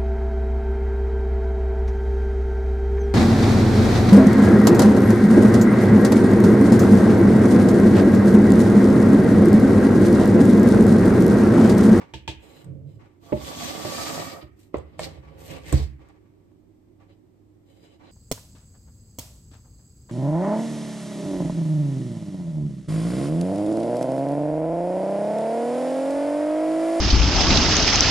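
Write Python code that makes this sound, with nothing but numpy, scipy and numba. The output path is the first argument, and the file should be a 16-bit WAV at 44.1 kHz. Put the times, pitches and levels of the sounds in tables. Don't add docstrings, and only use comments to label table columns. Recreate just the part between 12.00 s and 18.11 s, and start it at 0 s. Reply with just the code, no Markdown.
import sys
import numpy as np
from scipy import signal
from scipy.fft import rfft, irfft, next_fast_len
from scipy.io import wavfile
from numba import njit

SR = 44100
rng = np.random.default_rng(int(sys.argv[2]) if len(sys.argv) > 2 else 0)


def wav_out(sig):
    wavfile.write(sys.argv[1], SR, np.round(np.clip(np.atleast_2d(sig).T, -1, 1) * 32767).astype(np.int16))


N = 269509
TIME, PADDED = np.arange(N) / SR, next_fast_len(N)

# pitch_hz, density_db
AIR_TONE = [(15, -49.5), (25, -8), (69, -11), (90, -10), (224, -16), (301, -9), (373, -10.5), (438, -23.5),
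            (540, -24.5), (1210, -38), (1500, -43), (2020, -41.5), (2780, -46), (15000, -55)]
# pitch_hz, level_db
HUM_PARTIALS = [(99.5, -62.5), (308, -67)]

# start_s, length_s, level_db
FINGER_RUBS = [(-.02, 0.048, -48), (0.409, 0.26, -62), (0.984, 0.062, -54), (1.26, 0.37, -65),
               (3.215, 0.042, -54), (3.982, 0.11, -59), (4.133, 0.38, -77), (4.986, 0.037, -61.5),
               (5.987, 0.051, -53.5)]
# start_s, length_s, level_db, brightness_hz
EDGE_SCRAPES = [(0.377, 0.24, -54.5, 15000), (0.836, 0.12, -69, 15000), (5.068, 0.035, -55, 4500),
                (5.636, 0.21, -64, 14000), (5.795, 0.15, -61, 7800), (5.999, .12, -56.5, 5000)]
# start_s, level_db, brightness_hz, table_thud_db
RIM_TAPS = [(.1375, -27.5, 8850, -28.5), (.2775, -21, 8400, -27.5)]
SCOOP_CLICKS = [(2.783, -46.5, 6000, -59), (.644, -50, 12000, -71), (2.769, -45, 5850, -53),
                (2.9925, -43, 11700, -56), (3.003, -38, 12000, -45), (3.7255, -25.5, 15000, -54),
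                (4.087, -56, 6000, -64)]
JUG_KNOCKS = [(1.3228, -10.5, 905, -52), (1.3265, -6, 963, -26), (1.341, -26, 499, -27),
              (1.849, -16.5, 1100, -57), (2.194, -23, 3000, -61.5), (2.427, -35.5, 5050, -33.5)]
TUB_KNOCKS = [(2.7428, -13, 3480, -35), (2.7565, -27, 5000, -30), (2.7825, -34, 4950, -35),
              (3.7278, -7.5, 280, -2.5)]
BOWL_DROPS = [(2.9928, -11.5, 4930, -52), (3.172, -46, 500, -31), (4.516, -53, 4010, -74),
              (4.9996, -53, 1496, -67), (6.001, -61, 1500, -59)]
# time_s, speed_db
SLIDE_SPEED = [(1.2, -94), (1.237, -67), (1.33, -62.5), (1.39, -54), (1.468, -42.5), (1.525, -45.5),
               (1.66, -37.5), (1.76, -43), (2.025, -35), (2.2, -40), (2.338, -51), (2.428, -73.5),
               (2.499, -106)]
# start_s, length_s, level_db
FOOT_CRUNCHES = [(1.63, 0.0098, -43.5), (1.68, 0.014, -45.5), (2.405, 0.013, -57.5)]
# start_s, length_s, powder_db, crunch_hz, wall_rub_db
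DIGS = [(2.552, 0.08, -66.5, 12300, -72), (2.726, 0.046, -72, 6760, -46.5),
        (2.805, 0.295, -83, 2410, -57.5), (2.977, 0.062, -41.5, 4400, -43.5),
        (3.055, 0.12, -71, 3540, -58.5), (3.135, 0.45, -72.5, 2060, -55),
        (3.359, 0.11, -54.5, 12500, -69.5), (3.467, 0.084, -49.5, 2770, -47.5),
        (3.601, 0.15, -49, 2050, -49), (3.704, 0.1, -43.5, 4500, -46)]

# pitch_hz, level_db, t60_s
TABLE_MODES = [(64.4, -2, 0.38), (74.8, 2, 0.25), (132.4, 2.5, 0.19), (208.5, -8, 0.19), (313, -6, 0.077)]
RIM_MODES = [(160, -5.5, 0.23), (322.8, 2, 0.22), (898, 13.5, 0.055), (1674, -1.5, 0.07), (2467, 5.5, 0.05),
             (3294, -1, 0.057), (3300, -4, 0.19), (4410, -22.5, 0.1)]
SCOOP_MODES = [(4740, -14, 0.025), (6920, -1.5, 0.021), (8140, 3, 0.016), (11900, 2.5, 0.011)]
JUG_MODES = [(126, 1, 0.1), (214, -4.5, 0.11), (316, 0, 0.055), (360, 2, 0.11), (600, 0.5, 0.099),
             (877, -2.5, 0.051)]
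TUB_MODES = [(388, 11.5, 0.047), (455, 6, 0.057), (671, -16.5, 0.0306), (1083, 8, 0.025),
             (1990, -6.5, 0.025)]
BOWL_MODES = [(525, -2, 0.051), (619, 4, 0.036), (1018, 1.5, 0.016), (1810, -9, 0.024), (2160, -9.5, 0.03),
              (3200, -10, 0.016)]
# pitch_hz, density_db
RIM_CROWD = [(60, 4), (350, 6), (600, -2), (1350, -15.5), (3100, 4), (4500, -5.5), (6000, -10),
             (14000, -26.5)]
SCOOP_CROWD = [(300, 12), (2000, -0.5), (6000, -5.5), (8300, 3), (14000, -14.5)]
JUG_CROWD = [(60, -26.5), (150, 19.5), (600, 18), (1200, -7), (2200, 9.5), (14000, -12)]
TUB_CROWD = [(40, -14), (250, 5.5), (550, 14), (1100, -1), (1450, -15), (2200, -8), (5000, -30.5),
             (14000, -45)]

# pitch_hz, density_db
FINGER_TONE = [(200, 4.5), (550, 2), (900, 3), (1550, -7), (2300, -7.5), (3200, -15), (5500, -22),
               (14000, -41.5)]
SCRAPE_TONE = [(600, 10.5), (1200, -7.5), (3400, -4.5), (5700, -19.5), (7000, -9), (12000, -17),
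               (15000, -11)]
JUDDER_TONE = [(40, -4), (100, 3), (132, 12), (170, -4), (200, -5), (250, -12.5), (620, -19), (900, -54),
               (3000, -69)]
RUMBLE_TONE = [(40, -19.5), (65, -4), (200, -3), (340, -4), (700, -28)]
CHATTER_TONE = [(200, -25.5), (400, -7), (650, -0.5), (900, -6.5), (1200, -9), (1500, -18), (3000, -33.5)]
RASP_TONE = [(700, -20), (1500, -6), (2000, -1), (3800, -1), (5000, -3), (7000, -69)]
GRIT_TONE = [(2500, -13), (4700, 2.5), (6000, 1.5), (7200, 0.5), (9000, -3), (12000, -9.5), (15500, -13.5)]
POWDER_TONE = [(800, -14), (2000, 5.5), (3500, 3.5), (4800, 2), (6200, 0), (8300, -0.5), (13000, -8.5),
               (15500, -13)]
WALL_TONE = [(100, -19), (300, 4), (520, 3), (750, -0.5), (1100, -6.5), (1500, -14.5), (2200, -14.5),
             (3200, -16.5), (5000, -24), (10000, -81)]
PUSH_TONE = [(30, -27.5), (48, 5.5), (70, 8), (105, -1.5), (155, 2), (300, -23), (900, -55)]
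# pitch_hz, width_hz, lift_db
FINGER_PEAKS = [(1200, 85, 2.3), (2245, 150, 4)]
EDGE_PEAKS = [(2170, 41, 8.7), (2965, 60, 7.1), (4010, 160, 10.5), (4950, 190, 13.3)]
BASE_PEAKS = [(607, 9.5, 7), (716, 22, 7.8), (1168, 50, 7.7)]
BACK_FEET_PEAKS = [(3420, 120, 6), (6060, 61, 7.4)]
FRONT_FEET_PEAKS = [(1270, 23, 10.5), (1830, 79, 7.1), (2300, 45, 6.7), (4900, 250, 3)]
WALL_PEAKS = [(515, 77, 5.5)]

# pitch_hz, t60_s
ROOM_DECAY = [(60, 0.58), (300, 0.41), (700, 0.2), (2000, 0.74), (5000, 0.077), (14000, 0.068)]
# pitch_hz, left_minus_right_db
PORT_BALANCE = [(60, -3.5), (200, -6.5), (380, -6), (700, -3.5), (1290, -1), (15000, 1)]
# pitch_hz, likeness_0_to_1
PORT_LIKENESS = [(3000, 0.01), (6200, 0.17), (7600, 1)]


def amp(db):
    return np.exp(np.asarray(db) * np.log(10) / 20)


def unit(x):
    return x / np.sqrt(np.mean(x ** 2))


def pan(db):
    return amp(np.outer([1, -1], db) / 2)


def freqs(x):
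    return np.maximum(np.fft.rfftfreq(x.shape[-1], 1 / SR), 1)


def at(points, hz):
    point_hz, value = np.transpose(points)
    return np.interp(np.log(hz), np.log(point_hz), value)


def colour(x, tone):
    hz = freqs(x)
    return unit(irfft(rfft(x) * amp(at(tone, hz)) * hz ** 2 / (hz ** 2 + 20 ** 2), x.shape[-1]))


def soften(x, brightness_hz, order):
    return signal.lfilter(*signal.butter(order, brightness_hz, fs=SR), x)


def noise(size, alike_hz=260):
    mid, side = rfft(rng.standard_normal((2, size)))
    alike = 0.68 / (1 + (np.fft.rfftfreq(size, 1 / SR) / alike_hz) ** 2)
    ports = mid * np.sqrt(1 + alike) + np.outer([1, -1], side * np.sqrt(1 - alike))
    return irfft(ports, size) / np.sqrt(2)


def walk(rate_hz):
    knots = rng.standard_normal(N // 20)
    return 1.1 * np.interp(TIME * rate_hz, np.arange(len(knots)), knots)


def stroke(start, length, attack_s, release_s):
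    speed = np.zeros(N)
    moving = (TIME > start) & (TIME < start + length + 2 * release_s)
    t = TIME[moving] - start
    swell = np.sin(np.minimum(t / attack_s, 1) * np.pi / 2) ** 2
    speed[moving] = swell * amp(-60 * np.maximum(t - length, 0) / release_s)
    return speed


def friction(tone, slip_db, grain_db):
    catches = noise(PADDED)
    catches[:, :N] *= amp(slip_db * walk(60) + grain_db * walk(1500))
    return colour(catches, tone)[:, :N]


@njit
def band_pass(x, hz, width_hz):
    y = np.empty_like(x)
    for port in range(len(x)):
        band, low = 0., 0.
        for i in range(len(hz)):
            tuning, damping = np.tan(np.pi * hz[i] / SR), width_hz / hz[i]
            swing = (band + tuning * (x[port, i] - low)) / (1 + tuning * (tuning + damping))
            band, low = 2 * swing - band, low + 2 * tuning * swing
            y[port, i] = damping * swing
    return y


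def resonate(x, peaks, sway_db, drift, moves_per_s=11):
    out = x = np.ascontiguousarray(x)
    for hz, width_hz, lift_db in peaks:
        centre_hz = hz * (1 + drift * walk(moves_per_s))
        boost = amp(lift_db + sway_db * walk(moves_per_s)) - 1
        out = out + boost * band_pass(x, centre_hz, float(width_hz))
    return out


def ring(modes, t, rise_cycles, lag_s):
    t = np.maximum(t - np.array([[lag_s], [0]]), 0)
    out = 0
    for hz, db, t60 in modes:
        rise = 1 - np.exp(-t * hz / rise_cycles)
        out = out + amp(db - 60 * t / t60) * np.sin(2 * np.pi * hz * t) * rise
    return out / np.sqrt(2 * sum(amp(db) ** 2 for _, db, _ in modes))


def strike(hits, modes, crowd, crowd_db, crowd_t60, rise_cycles, lag_s, order=1, pan_db=0):
    size = SR // 2
    out, t = np.zeros((2, N + size)), np.arange(size) / SR
    thud = ring(TABLE_MODES, t, rise_cycles=0.53, lag_s=0.00084)
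    tones = ring(modes, t, rise_cycles, lag_s)
    for start_s, db, brightness_hz, thud_db in hits:
        burst = colour(noise(size, alike_hz=702), crowd) * amp(crowd_db - 60 * t / crowd_t60)
        body = soften(tones + burst, brightness_hz, order)
        start = int(start_s * SR)
        out[:, start:start + size] += amp(db) * pan(pan_db) * body + amp(thud_db) * thud
    return out[:, :N]


def kitchen(air_db=-57):
    hum = 0
    for hz, db in HUM_PARTIALS:
        level = np.sqrt(2) * amp(db + 1.4 * walk(8.6))
        cycles = np.cumsum(hz * (1 + 0.0066 * walk(11))) / SR
        hum = hum + level * np.sin(2 * np.pi * cycles)
    return amp(air_db) * colour(noise(PADDED), AIR_TONE)[:, :N] + hum


def finger_rubs():
    skin = friction(FINGER_TONE, slip_db=2.5, grain_db=3)
    rub = resonate(skin, FINGER_PEAKS, sway_db=1.5, drift=.03)
    return rub * sum(amp(db) * stroke(start, length, attack_s=0.018, release_s=0.33)
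                     for start, length, db in FINGER_RUBS)


def rim_taps():
    return strike(RIM_TAPS, RIM_MODES, RIM_CROWD,
                  crowd_db=-7.5, crowd_t60=0.17, rise_cycles=1, lag_s=.00004)


def edge_scrapes():
    catches = friction(SCRAPE_TONE, slip_db=1.5, grain_db=2.5)
    edge = resonate(catches, EDGE_PEAKS, sway_db=2, drift=.015)
    out = 0
    for start, length, db, brightness_hz in EDGE_SCRAPES:
        draw = stroke(start, length, attack_s=0.061, release_s=0.15)
        out = out + amp(db) * draw * soften(edge, brightness_hz, order=2)
    return out


def tub_judder(start_s=0.62, length_s=0.36, slip_hz=160, sag_hz_per_s=170, db=-33.5, fade_db_per_s=40):
    since = np.clip(TIME - start_s, 0, length_s)
    rate_hz = (slip_hz - sag_hz_per_s * since) * np.exp(.25 * walk(130))
    slip_count = np.floor(np.cumsum(rate_hz) / SR)
    slips = np.diff(slip_count, prepend=0) * amp(3 * walk(120))
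    fade = amp(db - fade_db_per_s * since)
    nudge = stroke(start_s, length_s, attack_s=0.085, release_s=0.2)
    return colour(unit(slips) + noise(PADDED)[:, :N], JUDDER_TONE) * fade * nudge


def scoop_clicks():
    return strike(SCOOP_CLICKS, SCOOP_MODES, SCOOP_CROWD,
                  crowd_db=-0.5, crowd_t60=0.04, rise_cycles=0.42, lag_s=.00001)


def blender_slide(layer_db=-38.5, rasp_db=-40, full_speed_db=-35, nearing_db_per_s=6.5, middle_s=1.78,
                  turn_middle_s=1.85, turn_length_s=0.31):
    speed = amp(np.interp(TIME, *np.transpose(SLIDE_SPEED), left=-200, right=-200) - full_speed_db)
    nearing_db = nearing_db_per_s * (np.minimum(TIME, SLIDE_SPEED[-1][0]) - middle_s)
    rumble = friction(RUMBLE_TONE, slip_db=2, grain_db=0) * amp(layer_db)
    chatter = friction(CHATTER_TONE, slip_db=2.5, grain_db=5.5) * amp(layer_db + nearing_db)
    body = (rumble + chatter) * speed ** 0.59 * pan(-1)
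    crunch = sum(amp(db) * stroke(start, length, attack_s=0.0094, release_s=0.15)
                 for start, length, db in FOOT_CRUNCHES)
    rasp = friction(RASP_TONE, slip_db=1.8, grain_db=4.2) * np.hypot(speed ** 0.79 * amp(rasp_db), crunch)
    grit = friction(GRIT_TONE, slip_db=1, grain_db=1.5) * speed * amp(layer_db)
    base = resonate(body + rasp + grit, BASE_PEAKS, sway_db=2, drift=.025)
    back = resonate(base, BACK_FEET_PEAKS, sway_db=2.5, drift=.015)
    front = resonate(base, FRONT_FEET_PEAKS, sway_db=2.5, drift=.015)
    turned = np.clip(.5 + (TIME - turn_middle_s) / turn_length_s, 0, 1)
    return (1 - turned) * back + turned * front


def jug_knocks():
    return strike(JUG_KNOCKS, JUG_MODES, JUG_CROWD,
                  crowd_db=-10, crowd_t60=0.042, rise_cycles=0.99, lag_s=0.00042, order=2)


def scooping(crunch_q=3.3, crunch_lift_db=9.5, push_lift_db=4):
    grains = friction(POWDER_TONE, slip_db=2.4, grain_db=4.4)
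    powder = wall_gain = push_gain = 0
    for start, length, powder_db, crunch_hz, wall_db in DIGS:
        swell_s = 0.61 * length
        dig = stroke(start, length, swell_s, release_s=0.21)
        crunch = signal.lfilter(*signal.iirpeak(crunch_hz, crunch_q, fs=SR), grains)
        powder = powder + amp(powder_db) * dig * unit(grains + (amp(crunch_lift_db) - 1) * crunch)
        wall_gain += amp(wall_db) * dig
        push_gain += amp(wall_db + push_lift_db) * stroke(start, length, swell_s, release_s=0.32)
    rub = friction(WALL_TONE, slip_db=2.5, grain_db=2)
    wall = resonate(rub, WALL_PEAKS, sway_db=1.5, drift=.04)
    push = friction(PUSH_TONE, slip_db=2.5, grain_db=1.5)
    return powder + wall * wall_gain + push * push_gain


def tub_knocks():
    return strike(TUB_KNOCKS, TUB_MODES, TUB_CROWD,
                  crowd_db=-9.5, crowd_t60=0.074, rise_cycles=0.22, lag_s=.00005, pan_db=1.5)


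def bowl_drops():
    return strike(BOWL_DROPS, BOWL_MODES, SCOOP_CROWD,
                  crowd_db=-17.5, crowd_t60=0.039, rise_cycles=0.9, lag_s=.00003)


def room(x, early_db, early_t60, tail_db=-15.5):
    t = np.arange(SR) / SR
    wash = noise(SR)
    octave = np.clip(np.log2(freqs(wash) / 60), 0, 8)
    tail = 0
    for k in range(9):
        band = irfft(rfft(wash) * np.maximum(1 - abs(octave - k), 0), SR)
        tail = tail + band * amp(-60 * t / at(ROOM_DECAY, 60 * 2 ** k))
    tail = unit(tail * np.clip(t / 0.0047, 0, 1))
    early = unit(noise(SR) * amp(-60 * t / early_t60) * (t > .003))
    response = (amp(tail_db) * tail + amp(early_db) * early) / np.sqrt(SR)
    return x + signal.fftconvolve(x, response, axes=1)[:, :N]


def scene():
    hits = rim_taps() + scoop_clicks() + jug_knocks() + tub_knocks() + bowl_drops()
    rubbing = finger_rubs() + edge_scrapes() + tub_judder() + blender_slide() + scooping()
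    hits = room(hits, early_db=-11, early_t60=0.21)
    rubbing = room(rubbing, early_db=-2, early_t60=0.082)
    return kitchen() + hits + rubbing


def record(dry, lag_s=.000204, in_phase_hz=7950, locking=0.15, low_cut_hz=44.5, high_cut_hz=15600):
    hz = freqs(np.zeros(PADDED))
    left, right = rfft(dry, PADDED)
    alike = at(PORT_LIKENESS, hz)
    phase = 2 * np.pi * (hz - in_phase_hz) * lag_s
    phase -= locking * np.sin(2 * phase)
    right = np.sqrt(1 - alike ** 2) * right + alike * left * np.exp(-1j * phase)
    heard = irfft(np.array([left, right]) * pan(at(PORT_BALANCE, hz)), PADDED)[:, :N]
    heard = signal.sosfilt(signal.butter(2, low_cut_hz, "high", fs=SR, output="sos"), heard)
    return signal.sosfilt(signal.ellip(8, .2, 70, high_cut_hz, fs=SR, output="sos"), heard)


dry = scene()
out = record(dry)
wav_out(out)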